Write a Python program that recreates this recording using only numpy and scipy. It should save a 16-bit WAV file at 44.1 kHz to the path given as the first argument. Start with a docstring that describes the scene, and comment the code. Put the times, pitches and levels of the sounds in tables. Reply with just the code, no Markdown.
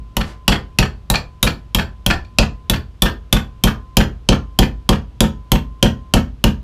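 """First come a low rumble with faint hiss, a thin ring, and the fading swing of a workbench.
Then a hammer taps an aluminium strip in a bench vise, three times a second, slowly bending it over.
Each tap is filtered noise for the clack, fading sines for metal and bench, and a rattle of loose things.
A faint, bright wash of noise follows the first tap; some taps are followed by glancing bounces.
Decaying noise gives the small workshop's brief answer, and the close microphone overloads on the attacks."""
import sys
import numpy as np
from scipy import signal
from scipy.fft import rfft, irfft
from scipy.io import wavfile
from scipy.ndimage import uniform_filter1d

SR = 44100
rng = np.random.default_rng(int(sys.argv[2]) if len(sys.argv) > 2 else 0)


def file_out(sig):
    """Save sig as 16-bit WAV at sys.argv[1]."""
    # one column per channel
    cols = np.atleast_2d(sig).T
    # limit, then scale
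    lim = np.clip(cols, -1, 1)
    pcm = np.round(lim * 32767).astype(np.int16)
    wavfile.write(sys.argv[1], SR, pcm)


N = 292383
T = np.arange(int(.7 * SR)) / SR  # time within one sound, s


def amp(db):
    """Turns decibels into an amplitude factor."""
    return 10 ** (np.asarray(db) / 20)


def read(points, hz):
    """Reads a curve joined by straight lines over log frequency."""
    f, value = np.transpose(points)
    return np.interp(np.log(hz + 1), np.log(f + 1), value)


def add(mix, s, sound):
    """Lays a sound into the mix at time s; what falls outside is dropped."""
    start = round(s * SR)
    sound = sound[max(-start, 0):]
    part = mix[max(start, 0):][:len(sound)]
    part += sound[:len(part)]


def unit(x):
    """Scales to an energy of one."""
    return x / np.sqrt(np.sum(x ** 2) + 1e-20)


def colour(x, gain_db):
    """Filters without sounding early (minimum phase); gain_db gives the gain at each frequency."""
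    hz = abs(np.fft.fftfreq(2048, 1 / SR))
    log_gain = np.log(amp(gain_db(hz)))
    response = np.exp(np.conj(signal.hilbert(log_gain)))
    impulse = np.fft.ifft(response).real
    return signal.fftconvolve(x, impulse)[:len(x)]


# Colour of the steady rumble and hiss: (f/Hz, relative level per Hz/dB)
FLOOR_SPECTRUM = [(15, -25), (25, -7), (66, 1), (237, -17.5), (309, -22), (790, -32), (1030, -33),
                  (1120, -32), (1960, -40), (3010, -38), (9270, -54.5), (11200, -56.5), (15000, -62)]


def room_tone(level_db=-41):
    """Steady low rumble and faint hiss: random noise given a fixed spectrum."""
    gain = amp(read(FLOOR_SPECTRUM, np.fft.rfftfreq(N, 1 / SR)))
    shaped = irfft(rfft(rng.standard_normal(N)) * gain, N)
    return amp(level_db) * shaped / shaped.std()


# Pitch of the thin ring, read at each tap and held until the next: (t/s, f/Hz)
THIN_RING_PITCH = [(.48, 1026), (1.1, 1015), (2.39, 1026), (3.02, 1020), (3.97, 1042), (4.29, 1039),
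                   (4.89, 988), (5.52, 1040), (5.83, 1040), (6.44, 976)]


def singing(fade_db_per_s=6, level_db=1, before_db=-53):
    """One faint, slowly fading ring; every tap sets its pitch and strength anew."""
    changes = [(0.0072, before_db)] + [(row[0], row[-1]) for row in TAP_LIST]
    s, db = np.transpose(changes)
    hz = np.interp(s, *np.transpose(THIN_RING_PITCH))
    t = np.arange(N) / SR
    last = np.maximum(np.searchsorted(s, t, "right") - 1, 0)
    fading_db = level_db + db[last] - fade_db_per_s * (t - s[last])
    level = uniform_filter1d(amp(fading_db), size=400)  # smooths the steps
    phase = 2 * np.pi * np.cumsum(hz[last]) / SR
    return level * np.sin(phase)


# Ways the bench and vise swing: (f/Hz, relative level/dB, time to fade by 60 dB/s)
BENCH_MODES = [(42.4, -11, 0.26), (47.74, -7, 0.3), (53.6, -19.5, 0.92), (73.42, -17, .5),
               (84.04, -15, 0.4), (121.3, -15, 0.39), (138.7, -2, .116), (157, -12, 0.3), (181.8, -1, 0.12),
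               (198.25, -12.5, 0.28), (218.65, -9, 0.25), (248.4, -20.5, 0.33), (272.2, -21.5, .28),
               (315, -26, 0.31), (348.9, -10.5, 0.1), (369.8, -22, 0.22), (422, -29.5, 0.36),
               (461.3, -21, 0.19), (488.7, -21, .17), (538.6, -18.5, 0.21), (568, -7, 0.064),
               (610.3, -14, 0.07), (663, -25, .15), (756, -23, 0.19), (865, -27, 0.12), (920, -22.5, .22)]


def bench(knock_db, delay_s=0.0008, rise_s=0.0072, spread_db=2.0, cutoff_hz=32):
    """The blow passes through the vise and sets the bench swinging; the slowest motion radiates little."""
    hz, db, t60 = np.transpose(BENCH_MODES)[:, :, None]
    t = np.maximum(T - delay_s, 0)
    knock_share = read([(100, 0), (200, 0.33), (330, 0.81), (700, 0.24), (1000, 0.31)], hz)
    level_db = db + knock_db * knock_share
    level_db = level_db + spread_db * rng.standard_normal(hz.shape)
    modes = amp(level_db - 60 * t / t60) * np.sin(2 * np.pi * hz * t)
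    swing = modes.sum(0) * (1 - np.exp(-t / rise_s))
    highpass = signal.butter(2, cutoff_hz, "high", fs=SR, output="sos")
    return signal.sosfilt(highpass, -swing)


# The strip folds over, and the blows go more squarely into the vise: (t/s, bend from 0 to 1)
STRIP_BEND = [(2.8, 0.01), (4.1, 0.94)]


def bend_at(s):
    """How far the strip has folded at time s, 0-1."""
    return np.interp(s, *np.transpose(STRIP_BEND))


# Colour of the contact: (f/Hz, level upright/dB, level bent/dB, change per dB of force/dB,
# change per octave of strip resonance/dB, share of the sharpness)
CONTACT_COLOUR = [(1205, -0.3, 2, -0.4, -0.5, 0), (2370, 2, 1, 0, -1, 0), (3670, 0, -2.5, 0, -1, 0),
                  (4460, -5, -3, 0.36, -11, 0), (7560, 3, 3.5, 0.1, 12, 0), (11800, 0, -0.2, -.8, 15.5, 1)]


def contact_colour(bend, force_db, octaves, sharp_db):
    """Hard blows dent the soft metal and sound duller; stiff spots and sharp contacts sound brighter."""
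    hz, upright_db, bent_db, per_force, per_octave, share = np.transpose(CONTACT_COLOUR)
    gain_db = upright_db + bend * (bent_db - upright_db)
    gain_db = gain_db + per_force * force_db + per_octave * octaves + share * sharp_db
    return np.column_stack([hz, gain_db])


# Basic colour of the clack: (f/Hz, relative level per Hz/dB)
CLACK_SPECTRUM = [(200, -25.5), (600, -1), (1100, -0.5), (1900, -8), (2600, -3.5), (4200, 0.5), (6500, -6),
                  (9500, -12), (11300, -3), (14500, -14), (16000, -5)]


def clack(strip_hz, contact, contact_s=0.0021, shudder_s=0.0086, shudder_db=-16, strip_db=4, width_hz=320,
          flex_db=-7.0, flex_s=0.0021, soften_s=0.0049):
    """Steel chatters on aluminium for a few ms, dulling at once; the hand-damped strip flexes briefly."""
    t = T[:3000]
    fade = np.exp(-t / contact_s) + amp(shudder_db) * np.exp(-t / shudder_s)
    chatter = rng.standard_normal(len(t)) * fade

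    def strike_gain(hz):
        """The clack's colour with a peak where the strip resonates."""
        strip_peak = strip_db / (1 + ((hz - strip_hz) / width_hz) ** 2)
        return read(CLACK_SPECTRUM, hz) + read(contact, hz) + strip_peak

    bright = colour(unit(chatter), strike_gain)
    dull = colour(bright, lambda hz: read([(5000, 6.5), (12000, -3.0)], hz))
    flex = np.sin(2 * np.pi * strip_hz * t) * t * np.exp(-2 * t / flex_s)
    softening = dull + (bright - dull) * np.exp(-(t / soften_s) ** 2)
    return softening + amp(flex_db) * unit(flex)


# Ringing of strip, vise and hammer head:
# (f/Hz, relative level upright/dB, relative level bent/dB, time to fade by 60 dB/s)
METAL_MODES = [(1480, -32, -34, .18), (1812, -30, -31, .18), (2428, -27, -35, .13), (2622, -25, -28, .12),
               (3300, -24, -28, .13), (4254, -23, -37, .15), (4605, -24, -40, .19), (5120, -32, -42, .18),
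               (5660, -31, -35, .12), (6584, -55, -45, .28), (7570, -35, -55, .18), (8590, -42, -51, .15),
               (9528, -47, -42, .13), (10990, -43, -48, .2), (13310, -45, -41, .12)]


def metal(s, spread_db=0.0, split=.0055, count=3):
    """Thin metal modes in close, beating groups; their balance shifts as the strip folds over."""
    hz, upright_db, bent_db, t60 = np.repeat(METAL_MODES, count, axis=0).T[:, :, None]
    level_db = upright_db + bend_at(s) * (bent_db - upright_db)
    level_db = level_db + spread_db * rng.standard_normal(hz.shape)
    detune = 1 + split * rng.standard_normal(hz.shape)
    t = T[:12000]
    cycles = hz * detune * t + rng.random(hz.shape)
    ring = amp(level_db - 60 * t / t60) * np.sin(2 * np.pi * cycles)
    return ring.sum(0) / np.sqrt(count)


# Colour of the loose things: (f/Hz, relative level per Hz/dB)
RATTLE_SPECTRUM = [(250, 4), (600, 0.5), (1400, 3), (1750, 4), (2050, -3), (2600, -0.5), (3300, -1.5),
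                   (4800, -11.5), (7000, -17), (10000, -26), (15000, -35.5)]


def rattle(s, scatter_s=.013, ring_s=0.0033, hop=.65, hop_db=-11, clink_db=-10, clink_s=.008, count=9):
    """Loose things jump, land some 30 to 50 ms later, each with its own brief clink, and hop once more."""
    t = T[:8000]
    earliest_s = np.interp(s, [0, 2.5, 6.6], [.038, .036, .028])
    first = earliest_s + scatter_s * rng.random((count, 1))
    strength = rng.uniform(0.82, 1, (count, 1))
    second = first * (1 + hop * rng.uniform(0.91, 1.0, (count, 1)))
    lands = np.vstack([first, second])
    size = np.vstack([strength, strength * amp(hop_db)]) * (t > lands)  # silent before landing
    age = np.maximum(t - lands, 0)
    energy = (size ** 2 * np.exp(-2 * age / ring_s)).sum(0)
    clatter = np.sqrt(energy) * rng.standard_normal(len(t))
    pitch_hz = np.tile(rng.uniform(1200, 3500, (count, 1)), (2, 1))  # same pitch for both landings
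    clinks = (size * np.exp(-age / clink_s) * np.sin(2 * np.pi * pitch_hz * age)).sum(0)
    return colour(unit(clatter) + amp(clink_db) * unit(clinks), lambda hz: read(RATTLE_SPECTRUM, hz))


# How long the workshop answers: (f/Hz, time to fade by 60 dB/s)
WORKSHOP_FADE = [(200, 0.3), (1200, 0.2355), (3000, 0.2043), (6000, 0.2127), (10000, 0.14), (15000, 0.21)]
# Colour of that answer at its start: (f/Hz, relative level/dB)
WORKSHOP_COLOUR = [(200, 10), (1200, 2), (3000, -2.5), (6000, -4), (10000, -3), (15000, -6)]


def workshop(x, first_s=0.005):
    """Many blurred reflections, made of noise that fades fast; the low end lasts longest."""
    hz, t, z = signal.stft(rng.standard_normal(len(T)), SR, nperseg=256)
    level_db = read(WORKSHOP_COLOUR, hz)[:, None] - 60 * t / read(WORKSHOP_FADE, hz)[:, None]
    tail = signal.istft(z * amp(level_db), SR, nperseg=256)[1][:len(T)]
    tail = tail * np.clip(T / first_s - 1, 0, 1)  # silent until first_s, full at twice that
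    return signal.fftconvolve(x, unit(tail))[:len(x)]


def in_room(x, room_db=-9):
    """A near sound together with the room's answer."""
    x = np.pad(x, (0, len(T) - len(x)))
    return x + amp(room_db) * workshop(x)


# The bench's answer: relative level upright/dB, bent/dB, and change per dB of force/dB
THUMP_DB, THUMP_BENT_DB, THUMP_PER_FORCE = -2, 1, 0.47
KNOCK_DB, KNOCK_BENT_DB, KNOCK_PER_FORCE = -4.5, 3.5, .25
# A stiffer spot on the strip rings higher, clacks brighter and passes less knock to the bench
USUAL_STRIP_HZ, KNOCK_DB_PER_OCTAVE = 3230, -6.5


def tap(s, force_db, strip_hz, sharp_db, loose_db, clack_db=20, rattle_db=12.5, metal_db=-3,
        shaken_db=-9, shaken_s=.042, bench_db=-0.45):
    """One blow: clack and ringing metal, the bench's thump, then the rattle."""
    bend, octaves = bend_at(s), np.log2(strip_hz / USUAL_STRIP_HZ)
    contact = contact_colour(bend, force_db, octaves, sharp_db)
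    thump_db = THUMP_DB + bend * (THUMP_BENT_DB - THUMP_DB) + THUMP_PER_FORCE * force_db
    knock_db = KNOCK_DB + bend * (KNOCK_BENT_DB - KNOCK_DB)
    knock_db = knock_db + KNOCK_PER_FORCE * force_db + KNOCK_DB_PER_OCTAVE * octaves
    ring = metal(s)
    strike = amp(metal_db) * colour(ring, lambda hz: read(contact, hz))
    add(strike, 0, amp(clack_db) * clack(strip_hz, contact))
    blow = amp(force_db) * strike
    add(blow, 0, amp(loose_db + rattle_db) * rattle(s))
    add(blow, shaken_s, amp(loose_db + shaken_db) * ring)  # the rattling shakes the metal again
    return in_room(blow) + amp(thump_db + bench_db) * bench(knock_db)


def wash(length_s, level_db):
    """A faint, broad, bright wash: filtered noise that swells and fades."""
    t = T[T < length_s]
    wash_spectrum = [(300, 4), (2000, 6), (5000, 0), (9000, -9), (15000, -21.5)]
    noise = colour(rng.standard_normal(len(t)), lambda hz: read(wash_spectrum, hz))
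    return amp(level_db) * noise / noise.std() * np.sin(np.pi * t / length_s) ** 2


def bounce(s, ring_db=3, touch_db=18, buzz_db=13, buzz_hz=4400, buzz_width_hz=300, buzz_s=0.0062):
    """A glancing second touch: duller than the tap, and the strip buzzes against the hammer face."""
    t = T[:6000]
    buzz = colour(rng.standard_normal(len(t)) * np.exp(-t / buzz_s),
                  lambda hz: -20 * np.log10(1 + ((hz - buzz_hz) / buzz_width_hz) ** 2))
    soft_contact = [(4000, 1.5), (7000, 0.5), (12000, -20.0)]
    touch = amp(ring_db) * metal(s)
    soft_clack = clack(strip_hz=2422, contact=soft_contact, contact_s=0.0029, flex_db=-1.5, flex_s=.004)
    add(touch, 0, amp(touch_db) * soft_clack)
    add(touch, 0, amp(buzz_db) * unit(buzz))
    return in_room(touch)


# One row a tap: (t/s, force/dB, strip resonance under the hammer face f/Hz,
# sharpness of contact/dB, rattle level/dB, level of the thin ring left behind/dB)
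TAP_LIST = [(0.168, -5, 2950, 1, -2, -47.5), (0.4797, 5, 2930, 0, 7, -51), (0.787, 4.5, 2590, 2, 2.5, -61),
            (1.101, -1, 3860, 1, 3.5, -51), (1.4286, 2, 3820, 4.5, 4.5, -55.5),
            (1.7477, -1.5, 3270, 1.5, 2.5, -53), (2.0633, -2.5, 3210, 2, 8.5, -51.5),
            (2.3859, 5, 2610, -1, -3, -49), (2.698, -1.5, 3470, 1.5, 0, -62), (3.021, 1, 3500, 5, 4, -59),
            (3.3272, 2, 3474, 2.5, -.5, -52.5), (3.638, 0.5, 3160, 4, 2, -46.5),
            (3.9697, 3, 3110, 6, 4, -61.5), (4.2888, 2, 3075, -8, 3, -49.5),
            (4.5891, 2.5, 3160, 2, 2.5, -55.5), (4.891, 0.5, 3250, -3.5, -1.5, -60),
            (5.2057, 1, 3340, 1.5, -4, -49.5), (5.518, -0.5, 3144, 4.5, -2, -48),
            (5.8272, 2.5, 3170, -0.5, -2, -47), (6.1379, 1, 3100, 2.5, -1.5, -70),
            (6.4402, 0.5, 2900, 0.5, -6, -58.5)]
# The hammer bounces back onto the strip: (t/s, level/dB)
BOUNCE_LIST = [(0.211, -26), (1.1553, -7.5), (1.4742, -12), (1.794, -23.5), (2.1073, -14), (2.248, -40),
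               (2.76, -26), (4.6366, -21)]


def scene(earlier_db=-2):
    """All taps and bounces over the quiet of the workshop."""
    mix = room_tone() + singing()
    add(mix, -.145, amp(earlier_db) * bench(0))  # the bench still swings from an earlier tap
    add(mix, .2, in_room(wash(length_s=0.16, level_db=-43.5), room_db=-2))
    for s, force_db, strip_hz, sharp_db, loose_db, _ in TAP_LIST:
        add(mix, s, tap(s, force_db, strip_hz, sharp_db, loose_db))
    for s, db in BOUNCE_LIST:
        add(mix, s, amp(db) * bounce(s))
    return mix[None]


def record(dry, ceiling=0.95, knee=3.6, edge_hz=15350):
    """The microphone rounds off the loudest peaks; then a filter removes the highest treble."""
    overloaded = dry / (1 + abs(dry / ceiling) ** knee) ** (1 / knee)
    lowpass = signal.firwin(301, edge_hz, window=("kaiser", 8), fs=SR)
    return signal.oaconvolve(overloaded, lowpass[None], "same")


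dry = scene()
out = record(dry)
file_out(out)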